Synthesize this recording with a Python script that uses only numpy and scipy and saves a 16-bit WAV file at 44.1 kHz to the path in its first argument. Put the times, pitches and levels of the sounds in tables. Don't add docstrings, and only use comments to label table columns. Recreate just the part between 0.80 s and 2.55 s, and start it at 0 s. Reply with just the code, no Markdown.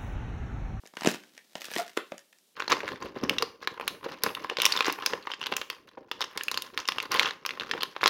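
import sys
import numpy as np
from scipy import signal
from scipy.fft import rfft, irfft
from scipy.io import wavfile
from scipy.ndimage import uniform_filter1d

SR = 44100
rng = np.random.default_rng(int(sys.argv[2]) if len(sys.argv) > 2 else 0)


def transcribe(signal):
    frames = np.atleast_2d(signal).T
    limited = np.clip(frames, -1, 1)
    pcm = np.round(limited * 32767).astype(np.int16)
    wavfile.write(sys.argv[1], SR, pcm)


N = 77175


def undb(db):
    return 10 ** (np.asarray(db) / 20)


def unit(x):
    return x / np.sqrt(np.sum(x ** 2) + 1e-20)


def unit_rms(x):
    return unit(x) * np.sqrt(len(x))


def decay(t, t60_s):
    return np.exp(-np.log(1000) * t / t60_s)


def band(x, lo_hz, hi_hz, order=2):
    sos = signal.butter(order, [lo_hz, min(hi_hz, .47 * SR)], "band", fs=SR, output="sos")
    return signal.sosfilt(sos, x)


def colour(x, curve):
    hz, db = np.array(curve).T
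    bins_hz = np.maximum(np.arange(len(x) // 2 + 1) * SR / len(x), 1)
    gain = undb(np.interp(np.log(bins_hz), np.log(hz), db))
    return irfft(rfft(x) * gain, len(x))


# f/Hz, relative level/dB
HISS_SPECTRUM = [(30, -41), (90, -2.5), (170, 10.5), (400, 8.5), (1000, -1), (2000, -3.5), (3300, 4),
                 (6000, 1.5), (12000, 0), (15000, -4)]


def hiss(rms_db=-68):
    return unit_rms(colour(rng.standard_normal(N), HISS_SPECTRUM)) * undb(rms_db)


# low f/Hz, high f/Hz, gain/dB, t60/s
ROOM_BANDS = [(128.3, 472, -9.5, 0.13), (496, 1160, -8, 0.15), (956, 2000, -5.5, 0.2),
              (2037, 4600, -8.5, .25), (4350, 12000, -12.5, 0.1), (8100, 21000, -11, 0.14)]


def bedroom(x, delay_s=.0016, build_s=.0049, late_db=-24.5, late_t60_s=.65):
    t = np.arange(SR * 3 // 4) / SR
    build = 1 - np.exp(-np.maximum(t - delay_s, 0) / build_s)
    echo = 0
    for lo_hz, hi_hz, db, t60_s in ROOM_BANDS:
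        fade = decay(t, t60_s) + undb(late_db) * decay(t, late_t60_s)
        noise = band(rng.standard_normal(len(t)), lo_hz, hi_hz, order=3)
        band_share = 2 * (hi_hz - lo_hz) / SR
        echo += undb(db) * np.sqrt(band_share) * unit(noise * build * fade)
    return signal.fftconvolve(x, echo)[:N]


# f/Hz, impulse response level/dB, t60/s
CAVITY_MODES = [(741, -68, 0.2), (1230, -65.5, 0.2), (1363, -61.5, 0.27), (1566, -58.5, 0.25),
                (1748, -69, 0.35), (1850, -52.5, 0.11), (2530, -69.5, .16), (2580, -67.5, .16),
                (2870, -46.5, .016), (3760, -35, 0.0098)]


def cavity(x):
    t = np.arange(SR // 2) / SR
    ring = sum(undb(db) * decay(t, t60_s) * np.cos(2 * np.pi * hz * t) for hz, db, t60_s in CAVITY_MODES)
    return signal.fftconvolve(x, ring)[:N]


# t/s, rms level/dB
CRINKLE_ENVELOPE = [(0, -71), (.055, -65.5), (.12, -75.5), (.2, -52.5), (.255, -44.5), (.3, -36),
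                    (.335, -49), (.39, -62), (.5, -66), (.71, -70.5), (.8, -50), (.9, -53), (.95, -45),
                    (1.005, -43), (1.04, -55), (1.14, -63), (1.38, -68.5), (1.48, -83.5)]
# f/Hz, relative level/dB
FOIL_SPECTRUM = [(100, -4.5), (200, 8.5), (500, 6.5), (1100, -0.5), (1900, 4.5), (3000, 2.5), (5500, 4.5),
                 (9000, -7.5), (15000, -5.5)]


def crinkle(ticks_per_s=600, spread_db=3.8):
    t = np.arange(N) / SR
    ticks = (rng.random(N) < ticks_per_s / SR) * rng.choice([-1, 1], N)
    sizes = undb(spread_db * np.minimum(rng.exponential(size=N), 4))
    envelope = undb(np.interp(t, *np.array(CRINKLE_ENVELOPE).T))
    return unit_rms(colour(ticks * sizes, FOIL_SPECTRUM)) * envelope


# t/s, f/Hz, level/dB, rise/s, fall/s
SQUEAK_CHIRPS = [(0.8446, 1708, -41, .001, 0.0025), (.9170, 1700, -43.5, .001, 0.0052),
                 (0.964, 1925, -30, .0004, 0.0024), (0.9931, 707.8, -27.5, .003, 0.013)]
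SQUEAK_HARMONICS_DB = [0.5, -11.5, -17, -34]


def squeak(at_s, hz, level_db, rise_s, fall_s, jitter=.035):
    t = np.arange(N) / SR - at_s
    waver = unit_rms(uniform_filter1d(rng.standard_normal(N), size=120))
    phase = 2 * np.pi * np.cumsum(hz * (1 + jitter * waver)) / SR
    swell = 2 * np.exp(-np.logaddexp(-t / rise_s, t / fall_s))
    tone = sum(undb(db) * np.sin(k * phase) for k, db in enumerate(SQUEAK_HARMONICS_DB, 1))
    return undb(level_db) * swell * tone


def swing(t, settled_hz, rise_s, sweep):
    glide_s = min(2 * rise_s, .0011)
    cycles = settled_hz * (t + sweep * glide_s * (1 - np.exp(-t / glide_s)))
    envelope = t / rise_s * np.exp(1 - t / rise_s)
    return -envelope * np.sin(2 * np.pi * cycles)


# t/s, then level/dB in the low, middle, high and top band
CREASE_SNAPS = [(0.0557, -57, -54, -63, -72), (0.0627, -73, -55, -51, -66), (0.0736, -67, -54, -51, -57),
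                (0.1372, -52, -58, -65, -77), (0.1538, -77, -61, -58, -68), (0.1695, -43, -35, -44, -56),
                (0.2092, -39, -41, -40, -60), (0.22, -39, -38, -51, -60), (0.2336, -39, -34, -43, -53),
                (0.2474, -32, -31, -36, -42), (0.2592, -32, -28, -39, -50), (0.2637, -31, -39, -35, -49),
                (0.2725, -24, -23, -25, -38), (0.2863, -32, -33, -36, -42), (0.289, -37, -36, -42, -50),
                (0.2972, -41, -40, -42, -51), (0.3055, -46, -38, -41, -50), (0.3152, -43, -43, -44, -55),
                (0.3245, -50, -47, -46, -55), (0.3396, -44, -40, -43, -59), (0.345, -47, -38, -43, -48),
                (0.3574, -48, -45, -49, -59), (0.4363, -66, -53, -63, -71), (0.5518, -70, -63, -64, -70),
                (0.5667, -73, -58, -65, -69), (0.5777, -52, -46, -49, -60), (0.59, -71, -55, -68, -73),
                (0.7323, -64, -61, -62, -64), (0.7541, -38, -37, -40, -57), (0.8178, -46, -38, -43, -48),
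                (0.8442, -66, -41, -44, -48), (0.8531, -57, -46, -42, -48), (0.8552, -65, -45, -43, -50),
                (0.8664, -60, -54, -57, -53), (0.8837, -48, -50, -63, -65), (0.9038, -59, -44, -52, -60),
                (0.9149, -48, -41, -47, -45), (0.9233, -62, -56, -52, -51), (0.9285, -61, -50, -50, -53),
                (0.9371, -51, -37, -38, -49), (0.9437, -57, -39, -42, -54), (0.9551, -48, -41, -41, -43),
                (0.9628, -37, -29, -45, -55), (0.9754, -49, -42, -39, -44), (0.978, -45, -45, -41, -50),
                (0.9834, -40, -33, -34, -38), (0.9986, -34, -43, -39, -43), (1.0276, -49, -54, -53, -60),
                (1.0647, -53, -53, -54, -60), (1.0792, -59, -48, -51, -54), (1.0946, -58, -52, -55, -63),
                (1.1694, -37, -43, -50, -53), (1.1732, -26, -27, -36, -40), (1.3198, -38, -44, -54, -62),
                (1.3802, -71, -48, -46, -57), (1.392, -74, -54, -53, -62), (1.5278, -64, -54, -63, -65),
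                (1.5858, -74, -67, -60, -68)]
# crack settled f/Hz, rise/s; shiver low f/Hz, high f/Hz, relative level/dB, decay/s
CREASE_BANDS = [(686, 0.00037, 600, 2600, -2.5, .003), (1835, 0.00013, 1500, 3000, 5, .002),
                (4160, 0.00017, 3400, 7800, -1, .0013), (7860, 0.000066, 6300, 12000, -4, 0.0015)]


def snaps(pitch_spread=.13, shiver_rise_s=.0004, rms_window_s=.004):
    out, t = np.zeros(N), np.arange(SR // 30) / SR
    onset = 1 - np.exp(-t / shiver_rise_s)
    for at_s, *levels_db in CREASE_SNAPS:
        for db, (hz, rise_s, lo_hz, hi_hz, shiver_db, decay_s) in zip(levels_db, CREASE_BANDS):
            crack_hz = hz * np.exp(pitch_spread * rng.standard_normal())
            crack = unit(swing(t, crack_hz, rise_s, sweep=.7))
            burst = rng.standard_normal(len(t)) * onset * np.exp(-t / decay_s)
            shiver = undb(shiver_db) * unit(band(burst, lo_hz, hi_hz))
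            add(out, at_s, unit(crack + shiver) * np.sqrt(rms_window_s * SR) * undb(db))
    return out


# t/s, ring level/dB, settled f/Hz, rise/s, thud level/dB
SKIN_PATS = [(.0360, -43, 524, 0.00063, -42.5), (.0560, -42.5, 412, 0.001, -48),
             (.1372, -50.5, 520, 0.0014, -45), (.1700, -32.5, 415, .001, -34.5),
             (.2200, -30, 450, 0.00043, -29), (.2478, -24, 326, 0.0037, -21.5),
             (.2620, -16, 362, 0.00067, -19.5), (0.2727, -23, 260, 0.00055, -5.5),
             (0.286, -48, 380, .002, -23), (.3400, -59.5, 339, 0.0027, -43.5),
             (0.3445, -57, 297, 0.0007, -28), (.7544, -33.5, 502, 0.0016, -31),
             (.8848, -37.5, 756, 0.00041, -40.5), (.9148, -41, 480, 0.0019, -42),
             (.9626, -26, 322, 0.003, -25), (1.0110, -34.5, 432, 0.0021, -44),
             (1.1736, -14, 308.6, 0.00096, -38), (1.3200, -30, 530, 0.0028, -30),
             (1.3410, -50, 180, 0.0013, -45)]


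def pats(sweep=1.716):
    out, t = np.zeros(N), np.arange(SR // 16) / SR
    thud = swing(t, settled_hz=183.6, rise_s=.00092, sweep=sweep)
    for at_s, ring_db, hz, rise_s, thud_db in SKIN_PATS:
        ring = swing(t, hz, rise_s, sweep)
        add(out, at_s, undb(ring_db) * ring + undb(thud_db) * thud)
    return out


def add(out, at_s, x):
    i = int(at_s * SR)
    out[i:i + len(x)] += x[:N - i]


def scene():
    skin = snaps() + pats() + crinkle() + sum(squeak(*chirp) for chirp in SQUEAK_CHIRPS)
    balloon = skin + cavity(skin)
    return (hiss() + bedroom(balloon) + balloon)[None]


def record(dry, low_cut_hz=198, top_hz=15600):
    thin = signal.sosfilt(signal.butter(2, low_cut_hz, "high", fs=SR, output="sos"), dry)
    return signal.sosfilt(signal.ellip(8, .2, 70, top_hz, fs=SR, output="sos"), thin)


dry = scene()
out = record(dry)
transcribe(out)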